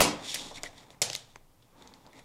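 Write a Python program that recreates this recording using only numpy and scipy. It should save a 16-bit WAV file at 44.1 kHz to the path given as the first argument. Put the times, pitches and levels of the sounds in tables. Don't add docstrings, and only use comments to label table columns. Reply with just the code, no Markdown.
import sys
import numpy as np
from scipy import signal
from scipy.fft import rfft, irfft
from scipy.io import wavfile

SR = 44100
rng = np.random.default_rng(int(sys.argv[2]) if len(sys.argv) > 2 else 0)


def to_wav(sig):
    pcm = np.clip(np.atleast_2d(sig), -1, 1) * 32767
    pcm = np.round(pcm).astype(np.int16)
    wavfile.write(sys.argv[1], SR, pcm.T)


N = 99180


def from_db(db):
    return 10 ** (np.asarray(db) / 20)


def rms_one(x):
    return x / np.sqrt(np.mean(x ** 2) + 1e-20)


def in_time(rows):
    times, *columns = np.transpose(rows)
    now = np.arange(N) / SR
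    return [from_db(np.interp(now, times, levels, left=-120, right=-120)) for levels in columns]


def at_hz(points, hz, column=1):
    points = np.array(points)
    return np.interp(np.log(hz), np.log(points[:, 0]), points[:, column])


def colour(x, spectrum):
    hz = np.fft.rfftfreq(len(x), 1 / SR) + 1
    return irfft(rfft(x) * from_db(at_hz(spectrum, hz)), len(x))


def drift(rate_hz):
    r = np.exp(-80 * np.pi * rate_hz / SR)
    noise = rng.standard_normal(N // 40 + 2002)
    slow = signal.lfilter([1], [1, -2 * r, r * r], noise)[2000:]
    return np.interp(np.arange(N) / 40, np.arange(len(slow)), rms_one(slow))


def ring(x, hz, t60):
    r = from_db(-60 / (t60 * SR))
    w = 2 * np.pi * hz / SR
    return signal.lfilter([0, np.sin(w)], [1, -2 * r * np.cos(w), r * r], x + 1e-18)


def peak(x, hz, width_hz):
    r = np.exp(-np.pi * width_hz / SR)
    poles = [1, -2 * r * np.cos(2 * np.pi * hz / SR), r * r]
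    return signal.lfilter(np.array([1, 0, -1]) * (1 - r * r) / 2, poles, x)


def add(out, s, piece):
    i = int(s * SR)
    out[i:i + len(piece)] += piece[:N - i]


def body(clicks, modes, damping):
    out = 0
    for k, (hz, db, t60) in enumerate(modes):
        ring_s = np.clip(t60, .02, .4) * damping
        out = out + from_db(db) * ring(clicks, hz, ring_s) * (-1) ** k
    return out


# f/Hz, relative level/dB per Hz
ROOM_TONE_COLOUR = [(12, -19.5), (20, 15.5), (32, -18), (113, -2), (222, -11.5), (399, -15.5), (459, -16.5),
                    (976, -17.5), (1660, -27.5), (1910, -26.5), (16000, -32)]
ROOM_TONE_DB = -60


def room_tone():
    return from_db(ROOM_TONE_DB) * rms_one(colour(rng.standard_normal(N), ROOM_TONE_COLOUR))


# t/s, level/dB
RUMBLE_AND_RUSTLE_LEVELS = [(0, -28), (.1, -45), (.2, -45.5), (.3, -51.5), (.4, -51), (.46, -47),
                            (.53, -60), (.6, -54.5), (.7, -65.5), (.8, -59), (.95, -61), (1.1, -66.5),
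                            (1.3, -69), (1.55, -82), (1.7, -70), (1.78, -59.5), (1.9, -57), (2.0, -62),
                            (2.07, -58.5), (2.12, -62.5), (2.19, -56), (2.25, -72.5)]
# f/Hz, relative level/dB per Hz
RUMBLE_AND_RUSTLE_COLOUR = [(24, -37.5), (40, -12), (60, -2.5), (81, -16.5), (169, -5), (203, -8), (271, 0),
                            (331, -7.5), (727, -9.5), (846, -5.5), (1520, -18.5), (2200, -19),
                            (2860, -25.5), (4840, -120)]


def rumble_and_rustle():
    low_noise = rms_one(colour(rng.standard_normal(N), RUMBLE_AND_RUSTLE_COLOUR))
    flicker = from_db(2.0 * drift(23.2))
    return in_time(RUMBLE_AND_RUSTLE_LEVELS)[0] * flicker * low_noise


LOW_TONE_HZ, LOW_TONE_WIDTH_HZ = 2000, 750
GRAINS_PER_S, GRAIN_SPREAD_DB = 10000, 4.5
# t/s, level of the hiss/dB, level of its lower tone/dB
DRAG_LEVELS = [
    [(.17, -64.5, -83), (.25, -44, -56), (.31, -36.5, -59.5), (.36, -39, -40), (.40, -43, -68.5),
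     (.46, -46, -65), (.51, -51.5, -61), (.535, -56.5, -87), (.555, -46.5, -60), (.58, -44.5, -47),
     (.60, -62.5, -62), (.635, -54.5, -74.5), (.65, -45.5, -59), (.672, -49, -56), (.69, -61, -64),
     (.75, -63.5, -68), (.775, -56, -64), (.83, -59.5, -68), (.86, -67.5, -77), (.95, -69, -69)],
    [(1.05, -60, -80), (1.14, -43.5, -86), (1.19, -52, -82), (1.27, -65.5, -108), (1.36, -68, -71),
     (1.45, -93, -85.5)],
    [(1.6, -85, -87), (1.63, -73, -98), (1.7, -80, -109), (1.76, -78, -91), (1.78, -66, -88),
     (1.84, -64.5, -68), (1.9, -65.5, -83), (1.96, -72.5, -74), (2.02, -72, -92), (2.1, -72.5, -95.5),
     (2.14, -65, -65), (2.19, -58.5, -72), (2.215, -67, -70), (2.25, -70, -73)],
]
# f/Hz, relative level/dB per Hz
DRAG_COLOUR = [(880, -41.5), (1500, -14), (2340, -0.5), (2660, 3.5), (3520, 6), (4460, 6.5), (5540, 2.5),
               (8400, 0), (14900, -21), (16000, -35)]
# f/Hz, width/Hz, level relative to each other/dB
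DRAG_TONES = [(3506, 400, -4), (5590, 170, -6.5), (6880, 550, -12)]


def drag():
    happens = rng.random(N) < GRAINS_PER_S / SR
    size = from_db(GRAIN_SPREAD_DB * np.minimum(rng.exponential(1, N), 4))
    grains = happens * size * rng.choice([-1, 1], N)
    hiss = rms_one(colour(grains, DRAG_COLOUR))
    tones = sum(from_db(db) * peak(hiss, hz, width_hz) for hz, width_hz, db in DRAG_TONES)
    hiss = rms_one(hiss + 3 * tones)
    low = peak(grains, LOW_TONE_HZ, LOW_TONE_WIDTH_HZ)
    low = rms_one(peak(low, LOW_TONE_HZ, 2 * LOW_TONE_WIDTH_HZ))
    hiss_gain, low_gain = np.sum([in_time(rows) for rows in DRAG_LEVELS], axis=0)
    flicker = from_db(0.92 * drift(44))
    return flicker * (hiss_gain * hiss + low_gain * low)


SQUEAK_WIDTH_HZ = 120
# t/s, length/s, f/Hz, level before fading in and out/dB
SQUEAKS = [(.568, .022, 2150, -50), (.646, .032, 1940, -44), (.76, .04, 1900, -63), (2.13, .09, 2100, -63)]


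def squeaks():
    out = np.zeros(N)
    noises = rng.standard_normal((len(SQUEAKS), 8000))
    for (s, length, hz, db), noise in zip(SQUEAKS, noises):
        tone = rms_one(peak(noise, hz, SQUEAK_WIDTH_HZ))
        tone = tone[2000:2000 + int(length * SR)]
        add(out, s, from_db(db) * tone * np.hanning(len(tone)) ** 0.52)
    return out


RULER_DB, RULER_DAMPING = -19.5, 0.14
TAP_CYCLES = 3.1
THUD_HZ, THUD_S = 950, 0.0031
THUMP_HZ, THUMP_S, THUMP_DB = 143.3, 0.0059, -15
CRACK_LOW_HZ, CRACK_HIGH_HZ, ECHO_LOW_HZ = 2800, 11100, 159
# thud in the table/dB, crack/dB, sound sent to the walls/dB
TAPS = [(0.343, -25.5, 5400, 0.0076, -11.5, 3, -4), (0.512, -41, 780, 0.0076, -1, -17, 3),
        (.6340, -23, 7600, 0.00033, -9, -4, -15.5), (0.6369, -30.5, 1950, 0.0036, -7.5, -15, 0),
        (0.9044, -39, 3760, 0.00084, -7, -5, -6), (1.0173, -11.5, 7270, 0.0016, -11.5, -17, -8.5),
        (1.0189, -15.5, 5600, 0.009, -50, -2.5, -1.5), (.780, -46, 4700, .001, -25, -8, -12),
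        (1.1006, -21, 3320, .001, -9, -12, -18), (1.1317, -21, 4200, .001, -34, -6, -18),
        (1.1408, -36, 4500, .0004, -30, -6, -18), (1.1433, -31, 6500, .0004, -30, -6, -18),
        (1.1513, -16, 4400, .0011, -26, -4, -18), (1.160, -29, 4800, .0005, -25, -10, -18),
        (1.1623, -29, 8500, .0005, -30, -3, -18), (1.3585, -33, 1050, .001, -9, -22, -18),
        (1.822, -43, 3700, .003, -20, -9, -12), (1.8748, -39, 4200, .0006, -20, -10, -14),
        (1.9382, -38, 4500, .0015, -20, -7, -10), (1.623, -56.5, 3340, 0.0076, -35, -18, -15),
        (2.065, -45, 3500, 0.0011, -0.5, -14, -14), (2.070, -47.5, 950, 0.006, -30, -31, -20),
        (2.131, -50.5, 2000, .002, -23, -4, -14), (2.191, -46.5, 2350, 0.0067, 0.5, -7.5, -8)]
# f/Hz, relative level/dB, 60 dB ringing time/s (before limits and damping)
RULER_MODES = [(2070, 2, 0.14), (3450, -3, .05), (4360, 2, 0.055), (5100, 17, 0.024), (5950, -14.5, 0.14),
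               (6200, 8, .1), (7900, -1.5, .08), (8800, -21, .08), (10170, -37, .06), (12300, -4, .05)]


def taps():
    direct, shake, far = np.zeros(N), np.zeros(N), np.zeros(N)
    t = np.arange(4000) / SR
    click = 1. * (t == 0)
    chatter = rng.standard_normal((len(TAPS), len(t)))
    thud = np.sin(2 * np.pi * THUD_HZ * THUD_S * np.log1p(t / THUD_S)) * np.exp(-t / THUD_S)
    thump_shape = t / THUMP_S * np.exp(1 - t / THUMP_S)
    thud += from_db(THUMP_DB) * np.sin(2 * np.pi * THUMP_HZ * t) * thump_shape
    crack_band = signal.butter(2, [CRACK_LOW_HZ, CRACK_HIGH_HZ], "band", fs=SR, output="sos")
    for (s, db, hz, length, thud_db, crack_db, echo_db), noise in zip(TAPS, chatter):
        contact = np.sign(noise) * np.exp(-(t / max(length, .0002)) ** 3)
        tone = peak(ring(contact, hz, TAP_CYCLES / hz), hz, 0.34 * hz)
        crack = signal.sosfilt(crack_band, contact)
        table_thud = from_db(thud_db) * thud
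        tap = tone / abs(tone).max() + from_db(crack_db) * crack / abs(crack).max() + table_thud
        add(direct, s, from_db(db) * tap)
        add(shake, s, from_db(db + RULER_DB) * contact / np.sqrt(np.sum(contact ** 2)))
        to_walls = ring(click, hz, 1.3 / hz) + from_db(crack_db) * 3 * click + table_thud
        add(far, s, from_db(db + echo_db) * to_walls)
    far = signal.lfilter(*signal.butter(2, ECHO_LOW_HZ, "high", fs=SR), far)
    return direct + body(shake, RULER_MODES, RULER_DAMPING), far


TABLE_DB, TABLE_DAMPING, RATTLE_S = -27.5, 1, 0.056
KNOCK_CRACK_DB, KNOCK_CRACK_S = -9, .0007
KNOCK_ECHO_DB, KNOCK_ECHO_LOW_HZ = -7, 149
# t/s, level before the pulse's fading/dB, contact f/Hz
KNOCKS = [(.0038, -7, 3000), (.0056, -4, 2500), (.0074, -3, 900), (.0090, -6, 700), (.0166, -6, 4500),
          (.0192, -8, 800)]
# f/Hz, relative level/dB, 60 dB ringing time/s (before limits and damping)
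TABLE_MODES = [(161.1, -5, .45), (211.8, 0.5, 0.22), (243.4, -7.5, 0.31), (299, -1.5, 0.24),
               (374.5, -7.5, 0.19), (454, -2.5, 0.2), (524.4, -10.5, 0.49), (600.6, -14, 0.45),
               (736, -28, 0.22), (863, -6, 0.11), (977, 1.5, 0.12), (1066, -19, 0.1)]


def knocks():
    pulses, shake = np.zeros(N), np.zeros(N)
    t = np.arange(6000) / SR
    noises = rng.standard_normal((len(KNOCKS), len(t)))
    for (s, db, hz), noise in zip(KNOCKS, noises):
        pulse = np.sin(2 * np.pi * hz * t) * np.exp(-1.8 * hz * t)
        crack = from_db(KNOCK_CRACK_DB) * noise * np.exp(-t / KNOCK_CRACK_S)
        add(pulses, s, from_db(db) * (pulse + crack))
        rattle = noise * np.exp(-t / RATTLE_S) / np.sqrt(RATTLE_S * SR / 2)
        add(shake, s, from_db(db + TABLE_DB) * rattle)
    far = signal.lfilter(*signal.butter(2, KNOCK_ECHO_LOW_HZ, "high", fs=SR), pulses)
    return pulses + body(shake, TABLE_MODES, TABLE_DAMPING), from_db(KNOCK_ECHO_DB) * far


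ROOM_DB, ROOM_DELAY_S = -24, 0.002
# f/Hz, time to fall 60 dB/s, relative level/dB
ROOM_ECHO = [(100, 0.88, 1), (300, 0.45, -5), (1000, 0.51, -3), (2800, 0.42, 0.5), (8000, 0.24, 12),
             (15000, 0.067, -14)]


def room(x):
    t = np.arange(SR) / SR
    tail = 0
    for low in 60 * 2. ** np.arange(0, 8, .5):
        half_octave = signal.butter(2, [low, low * 2 ** .5], "band", fs=SR, output="sos")
        band = signal.sosfilt(half_octave, rng.standard_normal(SR))
        middle = low * 1.19
        fall_db = 60 * t / at_hz(ROOM_ECHO, middle)
        tail = tail + band * from_db(at_hz(ROOM_ECHO, middle, column=2) - fall_db)
    return from_db(ROOM_DB) * signal.fftconvolve(x, tail * (t > ROOM_DELAY_S))[:N]


# f/Hz, level of the side against the middle/dB
WIDTH = [(60, -18.5), (240, -34.5), (950, -36), (3770, -27.5), (15000, -34.5)]


def widen(mid):
    scramble = rng.standard_normal(1500) * np.exp(-np.arange(1500) / 250)
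    blurred = signal.fftconvolve(mid, scramble / np.sqrt(np.sum(scramble ** 2)))[:N]
    side = colour(blurred, WIDTH)
    return np.array([mid + side, mid - side])


def scene():
    knock, knock_far = knocks()
    tap, tap_far = taps()
    background = room_tone() + rumble_and_rustle()
    mid = background + drag() + squeaks() + tap + knock + room(knock_far + tap_far)
    return widen(mid)


CUTOFF_HZ = 16900


def record(dry):
    return signal.sosfilt(signal.cheby2(12, 70, CUTOFF_HZ, fs=SR, output="sos"), dry)


dry = scene()
out = record(dry)
to_wav(out)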